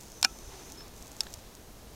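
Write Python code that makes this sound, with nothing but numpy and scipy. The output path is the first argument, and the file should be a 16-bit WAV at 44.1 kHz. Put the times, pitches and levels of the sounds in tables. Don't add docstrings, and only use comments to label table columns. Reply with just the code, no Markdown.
import sys
import numpy as np
from scipy import signal
from scipy.fft import rfft, irfft
from scipy.io import wavfile
from scipy.ndimage import map_coordinates

SR = 44100
rng = np.random.default_rng(int(sys.argv[2]) if len(sys.argv) > 2 else 0)


def master_out(mix):
    frames = np.transpose(np.atleast_2d(mix))
    ceiling = np.clip(frames, -1, 1)
    pcm = np.round(ceiling * 32767).astype(np.int16)
    wavfile.write(sys.argv[1], SR, pcm)


N = 85995

# (time [s], crack level [dB], crack tilt [dB/octave],
# high modes [dB], low modes [dB], spring [dB], pitch of the casing modes [ratio])
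CONTROL_CLICKS = [(0.2281, -17.5, -1.5, -18.5, -22, -62, .995), (0.2474, -19.5, 0.7, -9, -9, -40, 1),
                  (1.2061, -24.5, 0.7, -14, -36, -54, 1.025), (1.3392, -36, 5.5, -40, -56, -80, 1.04)]
# (frequency [Hz], level [dB], t60 [s])
CASING_MODES = [(778, -14.5, 0.041), (930, -23, 0.046), (1481, -5.5, .025), (1650, -12, 0.03),
                (2420, -7.5, 0.029), (2794, -13.5, 0.031), (3600, -13.5, 0.019), (4380, -10, 0.018),
                (5220, 4.5, .01), (5510, -7.5, 0.012), (6350, -11.5, 0.0086), (7450, -10.5, 0.013),
                (8480, -11.5, 0.0082)]
# (frequency [Hz], level [dB], t60 [s])
SPRING_MODES = [(1320, -0.5, 0.2), (2525, -4, .13)]
# (frequency [Hz], level [dB])
CRACK_COLOUR = [(300, -16), (550, -20), (800, 1.5), (1800, -16.5), (2700, -3.5), (3700, -2), (5200, 3),
                (6400, 0.5), (8700, -2), (9500, -10), (11200, -12.5), (12300, -9.5), (14200, -21),
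                (16000, -33)]
# (frequency [Hz], level [dB])
SLIDE_COLOUR = [(200, -35), (600, -15), (1000, -0.5), (1600, -14), (3300, -12), (4400, 5), (5100, 1.5),
                (5800, -8), (6500, -2.5), (7800, -24), (12000, -27), (16000, -33)]
THUD_DB, THUD_COLOUR = -42, [(60, -28), (250, -3.5), (500, -14.5), (900, -16), (3000, -60)]

def control(split_hz=3200, thin_below_hz=700):
    low = [mode for mode in CASING_MODES if mode[0] < split_hz]
    high = [mode for mode in CASING_MODES if mode[0] >= split_hz]
    slide = amp(-25.5) * burst(0.2404, SLIDE_COLOUR, hold_s=0.0065, t60=0.019)
    clicks = np.zeros(N)
    for at, crack_db, tilt, high_db, low_db, spring_db, pitch in CONTROL_CLICKS:
        crack = burst(at, CRACK_COLOUR, hold_s=0.00126, t60=0.0112, tilt=tilt)
        tail = amp(-9.5) * burst(at, CRACK_COLOUR, hold_s=0.00126, t60=0.063, tilt=tilt)
        casing = amp(high_db) * ring(at, high, pitch) + amp(low_db) * ring(at, low, pitch)
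        spring = amp(spring_db) * ring(at, SPRING_MODES)
        clicks += amp(crack_db) * (crack + tail) + casing + spring
    thin = signal.butter(3, thin_below_hz, "highpass", fs=SR, output="sos")
    clack_at = CONTROL_CLICKS[1][0]
    thud = amp(THUD_DB) * burst(clack_at, THUD_COLOUR, hold_s=0.0073, t60=0.042)
    return signal.sosfilt(thin, slide + clicks) + thud


# (time [s], level [dB])
CASING_TICKS = [(.010, -42.5), (.034, -45), (.119, -43.5), (0.214, -41), (.388, -45), (.656, -57),
                (0.7, -43), (0.7207, -38.5), (.881, -47), (0.977, -52), (1.0248, -41.5), (1.070, -45.5),
                (1.117, -43), (1.166, -43.5), (1.2850, -52), (1.324, -47), (1.33, -44), (1.551, -43.5)]
# (frequency [Hz], level [dB])
TICK_COLOUR = [(500, -45), (3000, -15), (5000, -5.5), (6400, 2.5), (8000, -4), (10000, -10.5), (12500, -10),
               (16000, -15)]
# (time [s], level [dB])
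FINGER_KNOCKS = [(.807, -49), (1.233, -49), (1.266, -42.5)]
# (frequency [Hz], level [dB])
KNOCK_COLOUR = [(200, -3), (800, -3), (1200, -9), (1700, 3.5), (2300, -14), (3600, -2.5), (4400, -5),
                (5500, -19), (12000, -33)]
# (start [s], end [s], level [dB])
SKIN_RUBS = [(0, 0.128, -56), (0.534, 0.796, -63.5), (.93, 1.408, -59.5)]
# (time [s], level [dB])
HAND_RUMBLE = [(0, -68), (.23, -50.5), (.31, -55.5), (.39, -52), (.48, -49), (.6, -60.5), (.85, -53.5),
               (1.17, -55), (1.25, -51), (1.55, -58), (1.7, -54), (1.95, -54.5)]
# (frequency [Hz], density [dB])
RUMBLE_COLOUR = [(15, -7), (45, -1), (80, -7.5), (160, -23.5), (500, -77)]

def handling(grain_db=5, grains_per_s=400):
    ticks = sum(amp(db) * burst(at, TICK_COLOUR, hold_s=0.00073, t60=0.012) for at, db in CASING_TICKS)
    knocks = sum(amp(db) * burst(at, KNOCK_COLOUR, hold_s=0.0027, t60=0.027) for at, db in FINGER_KNOCKS)
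    grip = sum(amp(db) * gate(start, end, edge_s=0.01) for start, end, db in SKIN_RUBS)
    rubbing = grip * unit(noise(TICK_COLOUR) * amp(grain_db * wobble(grains_per_s)))
    rumble = amp(curve(HAND_RUMBLE)) * noise(RUMBLE_COLOUR)
    return ticks + knocks + rubbing + rumble


# (frequency [Hz], half-width [Hz], level [dB])
MOTOR_RESONANCES = [(5350, 110, -5.5), (6100, 180, 0.5), (6800, 180, -11), (7100, 180, -13),
                    (8550, 440, -12), (10760, 250, -15), (13500, 700, -19)]

def lens_motor(rough_db=-0.5):
    bins_hz = np.fft.rfftfreq(N, 1 / SR)
    gain = sum(amp(db) / (1 + ((bins_hz - hz) / width) ** 2) for hz, width, db in MOTOR_RESONANCES)
    whir = irfft(rfft(rng.standard_normal(N)) * gain, N)
    whir *= amp(rough_db * wobble(200))
    return amp(-56) * gate(start=0.117, end=0.77, edge_s=0.015) * unit(whir)


# (time [s], pitch [Hz])
PEEP_PITCH = [(.773, 5400), (.779, 5210), (.787, 5266), (.806, 5220), (.819, 5290), (0.827, 5400)]

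def bird(echo_db=-12, echo_t60=0.3):
    phase = 2 * np.pi * np.cumsum(curve(PEEP_PITCH)) / SR
    note = gate(PEEP_PITCH[0][0], PEEP_PITCH[-1][0], edge_s=0.0032) * np.sin(phase)
    trunks = rng.standard_normal(N) * amp(-60 * clock() / echo_t60)
    echo = signal.fftconvolve(note, trunks / np.linalg.norm(trunks))[:N]
    return amp(-50.5) * np.sqrt(2) * (note + amp(echo_db) * echo)


# (frequency [Hz], density [dB])
AIR_COLOUR = [(20, -12.5), (60, -7.5), (115, -10.5), (200, -10), (350, -13.5), (600, -16.5), (920, -19.5),
              (1400, -25), (2400, -28), (4500, -27), (6500, -25.5), (7800, -29.5), (11800, -31),
              (13700, -29.5), (16000, -37.5)]
# (time [s], level [dB])
RUSTLE_SWELLS = [(0, -60.5), (.3, -58), (.45, -56.5), (.58, -51), (.68, -54), (.81, -53), (.92, -59),
                 (1.05, -55.5), (1.25, -56.5), (1.45, -57.5), (1.7, -67), (1.95, -59)]
# (frequency [Hz], density [dB])
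RUSTLE_COLOUR = [(60, -1.5), (200, -4.5), (380, 7), (560, -3), (760, 0.5), (1300, -6), (2050, -9.5),
                 (2450, -7.5), (3000, -10.5), (3750, -7.5), (6500, -13.5), (10000, -20), (16000, -35)]

def wood():
    rustle_db = curve(RUSTLE_SWELLS) + wobble(40.3)
    return amp(-52) * noise(AIR_COLOUR) + amp(rustle_db) * noise(RUSTLE_COLOUR)


def burst(at, points, hold_s, t60, tilt=0, attack_s=0.000266, size=4096):
    t = np.arange(size) / SR
    attack = np.minimum((t + 1 / SR) / attack_s, 1)
    envelope = attack * amp(-60 * np.maximum(t - hold_s, 0) / t60)
    gain = colour(points, size, tilt)
    x = rng.standard_normal(size)
    for _ in range(4):
        phase = np.angle(rfft(x * envelope))
        x = irfft(gain * np.exp(1j * phase))
    x *= np.sqrt(envelope)
    x *= np.linalg.norm(envelope) / np.linalg.norm(x)
    return np.pad(x, (max(round(at * SR), 0), N))[:N]


def ring(at, modes, pitch=1, attack_s=0.00046):
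    t = np.maximum(clock() - at, 0)
    partials = sum(amp(db - 60 * t / t60) * np.sin(2 * np.pi * pitch * hz * t) for hz, db, t60 in modes)
    return partials * (1 - np.exp(-t / attack_s))


def colour(points, size, tilt=0):
    hz, db = np.transpose(points)
    octave = np.log2(np.fft.rfftfreq(size, 1 / SR) + 1)
    octaves_from_top = np.maximum(octave, np.log2(hz[0])) - np.log2(hz[-1])
    return amp(np.interp(octave, np.log2(hz), db) + tilt * octaves_from_top)


def noise(points):
    white = rfft(rng.standard_normal(2 * N))
    return unit(irfft(white * colour(points, 2 * N))[:N])


def wobble(rate):
    knots = rng.standard_normal(int(N * rate / SR) + 4)
    return map_coordinates(knots, [clock() * rate])


def curve(points):
    return np.interp(clock(), *np.transpose(points))


def gate(start, end, edge_s):
    return np.clip(np.minimum(clock() - start, end - clock()) / edge_s, 0, 1)


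def amp(db):
    return 10 ** (np.asarray(db) / 20)


def unit(x):
    return x / np.sqrt(np.mean(x ** 2) + 1e-20)


def clock():
    return np.arange(N) / SR


def scene():
    return (control() + handling() + lens_motor() + bird() + wood())[None]


def record(dry, top_hz=15850):
    passband = np.fft.rfftfreq(2 * N, 1 / SR) < top_hz
    return irfft(rfft(dry, 2 * N) * passband)[..., :N]


dry = scene()
out = record(dry)
master_out(out)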